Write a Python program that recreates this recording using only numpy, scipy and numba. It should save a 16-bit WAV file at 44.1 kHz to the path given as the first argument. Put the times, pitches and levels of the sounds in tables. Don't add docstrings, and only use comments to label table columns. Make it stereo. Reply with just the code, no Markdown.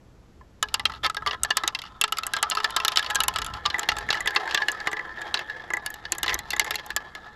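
import sys
import numpy as np
from scipy import signal
from scipy.fft import rfft, irfft, next_fast_len
from scipy.io import wavfile
from scipy.ndimage import uniform_filter1d
from numba import njit

SR = 44100
rng = np.random.default_rng(int(sys.argv[2]) if len(sys.argv) > 2 else 0)


def wrap_up_sound(samples):
    columns = np.atleast_2d(samples).T
    tamed = np.clip(columns, -1, 1)
    steps = np.round(tamed * 32767).astype(np.int16)
    wavfile.write(sys.argv[1], SR, steps)


N = 324135


def undb(db):
    return 10 ** (np.asarray(db) / 20)


def curve(table):
    s, *columns = np.transpose(table)
    return [np.interp(np.arange(N) / SR, s, c) for c in columns]


def walk(rate_hz):
    hold = int(SR / rate_hz)
    steps = np.repeat(rng.standard_normal(N // hold + 1), hold)
    return uniform_filter1d(uniform_filter1d(steps, hold), hold)[:N]


def noise(spectrum, correlation):
    hz, db = np.transpose(spectrum)
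    size = next_fast_len(N)
    f = np.maximum(np.arange(size // 2 + 1) * SR / size, 1)
    gain = undb(np.interp(np.log(f), np.log(hz), db))
    a, b = irfft(rfft(rng.standard_normal((2, size))) * gain, size)[:, :N]
    right = correlation * a + np.sqrt(1 - correlation ** 2) * b
    return np.array([a, right]) / np.sqrt(np.mean(a ** 2))


@njit
def ring(push, turn, decay, rise):
    out, contact, mode = np.empty(len(push)), 0j, 0j
    for i in range(len(push)):
        contact = contact * turn[i] * rise + (1 - rise) * push[i] + 1e-18
        mode = mode * turn[i] * decay + contact
        out[i] = mode.imag
    return out


def grit(rate_hz, scatter_db, uneven_db):
    sharpness = np.minimum(rng.exponential(size=N), 3)
    size = undb(scatter_db * sharpness + uneven_db * walk(40))
    contacts = (rng.random(N) < rate_hz / SR) * size * np.sign(rng.standard_normal(N))
    return contacts / np.sqrt(np.mean(contacts ** 2))


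DOWN_S = 3.64
SPOT_OCTAVES = 0.044


def body(modes, at, blow_db, roll, spot_db, spot_rad, rise_cycles, pan_db, pitch_hz=1, far_db=0, detune=0):
    out = np.zeros((2, N))
    down = np.arange(N) > DOWN_S * SR
    first_touches = np.sort(at[:len(at) // 2])
    last = np.searchsorted(first_touches, np.arange(N))
    for hz, t60_s, top_db, low_db, lead_rad in modes:
        spot = rng.uniform(-1.215, 1, (len(at), 3))
        drift = 1 + .008 * walk(8) + detune * spot[last, 2]
        turn = np.exp(2j * np.pi * hz * drift / SR)
        decay = np.exp(-np.log(1000) / (t60_s * SR))
        mode_db = np.where(down, low_db, top_db)
        drive = roll * np.sqrt(1 - decay ** 2) * undb(mode_db + spot_db / 2 * walk(25))
        far = 1 - np.exp(-.5 * (np.log2(hz / pitch_hz) / SPOT_OCTAVES) ** 2)
        hit = undb(blow_db + far * (mode_db[at] + far_db + spot_db * spot[:, 0]))
        rise = np.exp(-hz / SR / rise_cycles)
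        for ch, side in enumerate((.5, -.5)):
            push = drive * np.exp(1j * side * lead_rad)
            np.add.at(push, at, hit * np.exp(1j * side * (lead_rad + spot_rad * spot[:, 1])))
            out[ch] += undb(side * pan_db) * ring(push, turn, decay, rise)
    return out


def crack(at, blow_db, roll, spectrum, t60_s, rise_s, correlation):
    out = 0
    rise = np.exp(-1 / (rise_s * SR))
    decay = np.exp(-np.log(1000) / (t60_s * SR))
    pick = rng.integers(4, size=len(at))
    for k in range(4):
        push = np.abs(roll) * (rng.integers(4, size=N) == k)
        np.add.at(push, at[pick == k], undb(blow_db[pick == k]))
        env = signal.lfilter([1 - rise], np.convolve([1, -rise], [1, -decay]), push)
        colour = [(hz, db + rng.uniform(-6, 6)) for hz, db in spectrum]
        out = out + env * noise(colour, correlation)
    return out


# frequency in Hz, relative density in dB per Hz.
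SHORE_SPECTRUM = [(100, 9.5), (300, 4), (1500, -10), (2500, -16), (4000, -18.5), (7000, -22), (12500, -29),
                  (13200, -67)]
SHORE_DB = -52


def shore():
    return noise(SHORE_SPECTRUM, correlation=0.067) * undb(SHORE_DB + 0.63 * walk(1.7))


# time in seconds, level in dB before flutter.
GUST_LEVEL = [(0.0, -49.5), (0.86, -45), (2.78, -54.5), (3.42, -38), (5.0, -58), (6.59, -43), (7.35, -57)]
# frequency in Hz, relative density in dB per Hz.
WIND_SPECTRUM = [(20, -26), (35, -11), (55, 3.5), (100, -6.5), (200, -13.5), (350, -21), (900, -61)]


def wind():
    gust_db, = curve(GUST_LEVEL)
    port_flutter_db = np.array([3 * walk(9), 3 * walk(9)])
    flutter_db = 5 * walk(12) + port_flutter_db
    return noise(WIND_SPECTRUM, correlation=-0.41) * undb(gust_db + flutter_db)


# time in seconds, relative level in dB.
ROLL_LEVEL = [(.63, -44), (.94, -45), (1.01, -56), (1.4, -43), (1.67, -34.5), (1.85, -50), (1.98, -48.5),
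              (2.15, -38.5), (2.99, -31.5), (3.57, -37), (4.5, -29), (5.05, -37), (5.3, -32), (5.65, -39),
              (6.02, -40.5), (6.45, -37.5), (7.08, -43), (7.35, -41.5)]
# time in seconds, bowl share in dB.
ROLL_BOWL_SHARE = [(2.0, -6), (4.4, -1), (5.9, 0), (6.3, -2)]


def rolling():
    (roll_db,), (bowl_db,) = curve(ROLL_LEVEL), curve(ROLL_BOWL_SHARE)
    roll = undb(roll_db) * (np.arange(N) > ROLL_LEVEL[0][0] * SR)
    bumps = grit(rate_hz=450, scatter_db=4, uneven_db=3)
    dense = grit(rate_hz=1500, scatter_db=3, uneven_db=4)
    bowl_roll = roll * undb(bowl_db) * (bumps + dense) / 2 ** .5
    return roll, roll * bumps, bowl_roll


# start in seconds, end in seconds, relative level in dB.
TUMBLE_SPANS = [(1.025, 1.068, -38.5), (1.262, 1.35, -41.5), (2.338, 2.397, -45.5), (6.239, 6.37, -35.5),
                (6.485, 6.801, -43.5)]


def tumbling():
    t, env = np.arange(N) / SR, np.zeros(N)
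    for start_s, end_s, db in TUMBLE_SPANS:
        env += undb(db) * np.clip(np.minimum(t - start_s, (end_s - t) / 3) / 0.0018, 0, 1)
    return env * grit(rate_hz=130, scatter_db=4.5, uneven_db=1.5)


# time in seconds, relative strength in dB, pitch of the struck spot in Hz,
# wood share in dB, glass tick share in dB.
MARBLE_BLOWS = [(0.411, -42, 1038, -2.5, -40), (0.627, -2, 1350, -9, -11.5), (0.686, -29, 1210, -37.5, -20),
                (0.742, -3.5, 1337, -15.5, -12.5), (0.796, -12, 1500, -7, -20),
                (0.854, -4, 1304, -21, -22.5), (0.897, -19, 1340, -6, -26), (0.92, -26, 1340, -7.5, -23),
                (1.046, -15.5, 854, -9.5, -19), (1.064, -11, 1364, -7, -22), (1.098, -15, 1277, -8, -14.5),
                (1.146, -23, 1320, -7.5, -18), (1.168, -12.5, 1390, -6.5, -27),
                (1.222, -24.5, 1335, -4.5, -29), (1.263, -8.5, 1210, -5.5, -26),
                (1.273, -12, 1148, -11.5, -25), (1.31, -14, 1645, -9.5, -41),
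                (1.434, -4, 1300, -25.5, -7.5), (1.448, -15, 1760, -6.5, -22), (1.505, -3.5, 1810, -8, -22),
                (1.57, -1.5, 1370, -16, -10.5), (1.636, -12, 1320, -6, -21),
                (1.677, -4.5, 1840, -16.5, -10.5), (1.749, -13.5, 2070, -15, -19.5),
                (1.789, -18.5, 2080, -23, -18), (1.818, -21, 2070, -24, -19), (2.013, -3, 1330, -20, -9),
                (2.039, -4.5, 1338, -12, -14), (2.079, -24.5, 1334, -11, -14),
                (2.123, -9, 1300, -11.5, -12.5), (2.171, -19.5, 2100, -27, -14),
                (2.185, -14, 1300, -13, -12.5), (2.234, -17, 1300, -13.5, -11.5),
                (2.267, -11, 1250, -15, -8.5), (2.336, -9, 1630, -14, -14.5),
                (2.366, -11.5, 1270, -8, -15.5), (2.428, -3, 1208, -8, -13.5), (2.5, -13, 1680, -27, -7),
                (2.511, -16, 1317, -13, -30.5), (2.518, -15, 1332, -9, -33),
                (2.551, -15.5, 1067, -9, -14.5), (2.571, -11, 1330, -7, -26), (2.583, -18, 1300, -12, -25),
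                (2.602, -17, 1300, -8, -26), (2.635, -27, 1800, -30, -13), (2.644, -5, 1820, -9.5, -19.5),
                (2.697, -26.5, 920, -6.5, -30.5), (2.706, -22.5, 1820, -30, -12),
                (2.764, -2.5, 997, -10.5, -11), (2.801, -14.5, 1060, -10, -22),
                (2.849, -5, 1300, -12.5, -11), (2.881, -3.5, 1300, -19, -12),
                (2.919, -14.5, 1320, -14, -18.5), (2.935, -25, 1336, -4.5, -25),
                (2.959, -10.5, 1150, -14.5, -14.5), (2.972, -4, 1300, -22, -16),
                (2.984, -15, 1300, -17, -18), (2.993, -9, 1710, -16, -19), (3.027, -16.5, 1280, -13, -22),
                (3.045, -18, 1300, -10, -23), (3.062, -17.5, 1320, -26.5, -26),
                (3.101, -14, 1690, -11, -15.5), (3.107, -14, 1680, -9.5, -13), (3.148, -15, 1490, -12, -11),
                (3.156, -5, 1630, -13, -10), (3.204, -4.5, 1297, -13.5, -13), (3.236, -11, 1080, -11, -10),
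                (3.282, -2.5, 1080, -13, -9.5), (3.339, -25, 1300, -27, -10.5),
                (3.36, -7.5, 1227, -9.5, -21.5), (3.386, -12, 1240, -7.5, -15.5),
                (3.418, -14.5, 1370, -10.5, -14), (3.446, -18.5, 1310, -19, -10),
                (3.464, -18.5, 1320, -12.5, -10.5), (3.538, -21, 1040, -15, -15.5),
                (3.654, -11.5, 1160, -11, -37), (3.66, -7.5, 1034, -17, -17), (3.701, -14, 1605, -11, -25),
                (3.744, -14.5, 2010, -3, -31), (3.784, -14.5, 1880, -3, -15), (3.794, -10.5, 1300, -18, -9),
                (3.831, -15, 1810, -6.5, -21), (3.888, -1, 1790, -9.5, -19.5),
                (3.918, -14.5, 1286, -9, -21), (3.967, -18, 1320, -8, -14.5),
                (3.985, -16.5, 1630, -16, -9.5), (4.089, -19, 1970, -1, -18), (4.104, -5, 1060, -12, -18),
                (4.128, -10.5, 1300, -11, -21), (4.144, -16.5, 1990, -4.5, -20),
                (4.152, -18.5, 1300, -10, -21), (4.171, -18.5, 1780, -8, -27),
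                (4.206, -15, 1966, -10.5, -9.5), (4.259, -16.5, 1970, -1.5, -16),
                (4.274, -5, 1760, -13.5, -16), (4.307, -20, 1660, -8.5, -15), (4.35, -18.5, 1987, -5, -13),
                (4.361, -2, 1007, -7.5, -28), (4.476, -15, 1620, -5.5, -26), (4.51, -15.5, 1780, -13, -17),
                (4.546, -2.5, 1740, -14, -16.5), (4.575, -9.5, 1656, -8, -33), (4.62, -15, 1710, -8, -29),
                (4.684, -7, 1720, -9.5, -18), (4.717, -14.5, 1660, -33, -6), (4.802, -18, 1650, -6, -24),
                (4.872, -8.5, 2010, -6, -19), (4.915, -17.5, 1890, -6, -16.5),
                (4.93, -12.5, 2024, -4.5, -21), (4.968, -22, 2012, -6, -33), (4.993, -21, 2038, -2, -29),
                (5.173, -25, 1730, -5, -38), (5.216, -20, 1750, -8.5, -14.5),
                (5.342, -4, 1780, -14.5, -21.5), (5.373, -18, 1700, -12.5, -48),
                (5.392, -17, 1630, -7.5, -19), (5.498, -22, 1730, -7, -25), (5.704, -13, 2016, -4.5, -24),
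                (5.736, -12.5, 2013, -4.5, -14.5), (5.769, -15.5, 2037, -6, -15.5),
                (5.862, -12, 1680, -16.5, -9.5), (5.903, -22.5, 1730, -15, -8.5),
                (5.941, -20.5, 1760, -14, -9), (6.053, -21, 1750, -8.5, -29),
                (6.121, -4.5, 1760, -19.5, -9), (6.15, -17.5, 1890, -6, -17), (6.183, -14.5, 1870, -11, -9),
                (6.231, -6, 2050, -16.5, -9.5), (6.262, -14, 1075, -7.5, -23), (6.28, -10.5, 1933, -8, -23),
                (6.294, -11, 1840, -11, -23), (6.323, -24, 1980, 0, -27), (6.343, -9, 1980, -26, -5),
                (6.39, -18, 2020, -12.5, -10), (6.505, -10, 1760, -23, -10), (6.519, -24, 1900, -8, -22),
                (6.532, -14, 1920, -6.5, -17), (6.565, -19.5, 1880, -2, -10), (6.596, 0, 2080, -16.5, -10),
                (6.612, -12.5, 803, -6, -31), (6.645, -15.5, 1343, -7.5, -11.5),
                (6.708, -7, 1359, -10, -13.5), (6.743, -21, 2100, -8, -14), (6.756, -12.5, 837, -25, -10),
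                (6.863, -22.5, 858, -16, -7), (6.904, -15.5, 1737, -7, -21), (6.964, -5, 1730, -10.5, -11),
                (7.151, -16.5, 1804, -6, -22.5)]
# last big bounce in seconds, next gap in seconds,
# relative strength in dB, pitch in Hz.
SETTLING = [(.9197, .017, -29, 1320), (1.8179, .02, -27, 1310)]
# time in seconds, relative strength in dB.
FLAT_LANDINGS = [(1.638, -27), (6.123, -29), (6.236, -25), (6.268, -31), (6.345, -28), (6.602, -32)]
BOUNCE_GAP_RATIO, BOUNCE_LOSS_DB = .73, -3.3
SETTLE_WOOD_DB, SETTLE_GLASS_DB, THUD_HZ = -8, -26, 340
WOOD_ALL_DB, GLASS_ALL_DB = -5, -8


def blows():
    rows = list(MARBLE_BLOWS)
    for s, gap_s, db, hz in SETTLING:
        gaps_s = gap_s * BOUNCE_GAP_RATIO ** np.arange(8)
        for k, t in enumerate(s + np.cumsum(gaps_s)):
            rows.append((t, db + k * BOUNCE_LOSS_DB, hz, SETTLE_WOOD_DB, SETTLE_GLASS_DB))
    rows += [(s, db, THUD_HZ, WOOD_ALL_DB, SETTLE_GLASS_DB) for s, db in FLAT_LANDINGS]
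    s, db, hz, wood_db, glass_db = np.transpose(rows)
    rest = 1 - undb(2 * (wood_db - WOOD_ALL_DB)) - undb(2 * (glass_db - GLASS_ALL_DB))
    rim_db = 10 * np.log10(np.clip(rest, .015, 1))
    levels_db = db + np.array([rim_db, wood_db, glass_db])
    chance = rng.random((len(s), 2)).T
    skid_db = levels_db - 1.0 - 8 * chance[0] - np.array([[0], [0], [6]])
    s = np.append(s, s + .0006 + 0.002508 * chance[1])
    return (s * SR).astype(int), np.tile(hz, 2), *np.hstack([levels_db, skid_db])


# frequency in Hz, t60 in seconds, level struck on top in dB,
# level struck below in dB, left lead in radians.
POST_MODES = [(425, 0.19, -21.5, -21, 1.8), (761, 0.018, -10.5, -10, 0.97), (836.8, 0.093, -11, -10, 1.2),
              (895, 0.052, -7.5, -11, 1.4), (1037.8, 0.056, -6, -9.5, 1.22), (1179, 0.11, -12, -11, 2),
              (1300, 0.03, -1.5, -9.5, 0.88)]


def post(at, pitch_hz, wood_db, post_roll, jostle):
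    return body(POST_MODES, at, wood_db + 7, post_roll + jostle * undb(9.0), spot_db=7.0, spot_rad=0.95,
                rise_cycles=0.93, pan_db=-1.0, pitch_hz=pitch_hz, far_db=-11.5)


# Hz, seconds, dB on top, dB below, radians.
MIDDLE_BOWL_MODES = [(338.2, 0.052, -27.5, -16, -4.5), (498, 0.017, -13.5, -11, 1.1),
                     (1630, 0.079, -4, -7, 2.5), (1699.3, 0.083, -7, -2, 2), (1760, 0.045, -3.5, -1.5, 2)]


def middle_bowl(at, pitch_hz, wood_db, bowl_roll, jostle):
    return body(MIDDLE_BOWL_MODES, at, wood_db + 5, bowl_roll + jostle * undb(10.0), spot_db=3.5, spot_rad=1.4,
                rise_cycles=1.68, pan_db=-5.0, pitch_hz=pitch_hz, far_db=-10.0)


# Hz, seconds, dB on top, dB below, radians.
LOWER_BOWL_MODES = [(1978, 0.044, -2.5, -3, -3), (2105, 0.027, -8, -6, 4.5)]


def lower_bowl(at, pitch_hz, wood_db, bowl_roll, jostle):
    drive = bowl_roll * undb(-10) + jostle * undb(9.5)
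    return body(LOWER_BOWL_MODES, at, wood_db + 8, drive, spot_db=8.0, spot_rad=1.9,
                rise_cycles=0.074, pan_db=-7.5, pitch_hz=pitch_hz, far_db=-14.5)


# Hz, seconds, dB on top, dB below, radians.
RIM_MODES = [(2816, 0.038, -0.5, -2.5, 2.5), (3060, 0.029, -1, -11.5, 5.5), (3445, 0.0068, 7.5, 6.5, 1.5),
             (3780, 0.015, 2.5, 2, 1.8), (4405, 0.018, 1, 1, -3.5), (5220, 0.006, 2.5, -5, -3)]
RIM_WHIR_DB = -28.5


def rims(at, rim_db, rim_roll, roll):
    swell_db = 6 * walk(14)
    whir = roll * undb(RIM_WHIR_DB + swell_db) * grit(rate_hz=900, scatter_db=4, uneven_db=4)
    tone = body(RIM_MODES, at, rim_db - 10, rim_roll + whir, spot_db=8.0, spot_rad=2.72,
                rise_cycles=1.84, pan_db=2.0, detune=0.05)
    # Hz, dB per Hz
    colour = [(250, -15.5), (900, -5), (2500, 0.5), (5000, -1.5), (8000, -21.0), (14000, -59.0)]
    return tone + crack(at, rim_db - 12, rim_roll * undb(-19.5), colour,
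                        t60_s=0.045, rise_s=0.000088, correlation=0.098)


# Hz, seconds, dB on top, dB below, radians.
GLASS_MODES = [(6750, 0.0048, -9, -6, 0.1), (7960, 0.0058, 1, -2, -2), (10490, 0.00069, 8.5, -3.5, 1.3)]
# Hz, seconds, dB on top, dB below, radians.
SPARKLE_MODES = [(11660, 0.0024, 0, 0.003, 1.1)]
ABOVE_S, SPARKLE_DB = 5.8, 4.5


def glass_ticks(at, glass_db, rim_roll):
    ticks = body(GLASS_MODES, at, glass_db + 8.6, rim_roll * undb(-24.0), spot_db=8.0, spot_rad=0.3,
                 rise_cycles=2.2, pan_db=-2.5, detune=0.087)
    seen = at > ABOVE_S * SR
    sparkle_db = np.where(seen, glass_db + SPARKLE_DB, -99)
    ticks += body(SPARKLE_MODES, at, sparkle_db, np.zeros(N), spot_db=-1.5, spot_rad=0.34,
                  rise_cycles=2.3, pan_db=0.0, detune=0.054)
    colour = [(4000, -23.5), (7000, 2.0), (12800, -8.5), (15500, -25.0)]  # Hz, dB per Hz
    left, right = crack(at, glass_db - 3, rim_roll * undb(-27.0), colour,
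                        t60_s=0.016, rise_s=0.0001, correlation=-0.86)
    return ticks + np.array([np.roll(left, shift=10), right])


# time in seconds, left minus right in dB.
WOOD_PAN = [(3.6, 1), (3.8, -1.5), (5.8, -1), (6.3, 3.5)]
RIM_ROLL_DB = -22


def tower():
    at, pitch_hz, rim_db, wood_db, glass_db = blows()
    roll, post_roll, bowl_roll = rolling()
    jostle = tumbling()
    rim_roll = post_roll * undb(RIM_ROLL_DB) + jostle * undb(-4.0)
    wood = post(at, pitch_hz, wood_db, post_roll, jostle)
    wood += middle_bowl(at, pitch_hz, wood_db, bowl_roll, jostle)
    wood += lower_bowl(at, pitch_hz, wood_db, bowl_roll, jostle)
    wood += rims(at, rim_db, rim_roll, roll)
    pan_db, = curve(WOOD_PAN)
    panned = wood * undb(np.array([pan_db, -pan_db]) / 2)
    return panned + glass_ticks(at, glass_db, rim_roll)


def scene():
    return shore() + wind() + tower()


NOTCH_HZ, NOTCH_WIDTH_HZ, NOTCH_DB = 9150, 520, -14
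ROLL_OFF_HZ, ROLL_OFF_DB_PER_KHZ = 13300, -12.5
TOP_HZ = 16500


def record(dry):
    size = next_fast_len(N)
    f = np.arange(size // 2 + 1) * SR / size
    notch_db = NOTCH_DB * np.exp(-.5 * ((f - NOTCH_HZ) / NOTCH_WIDTH_HZ) ** 2)
    fade_db = ROLL_OFF_DB_PER_KHZ * np.maximum(f - ROLL_OFF_HZ, 0) / 1e3
    heard = irfft(rfft(dry, size) * undb(notch_db + fade_db), size)[:, :N]
    rounded = .97 * np.tanh(heard / .97)
    top_cut = signal.ellip(10, .2, 80, TOP_HZ, fs=SR, output="sos")
    return signal.sosfilt(top_cut, rounded)


dry = scene()
out = record(dry)
wrap_up_sound(out)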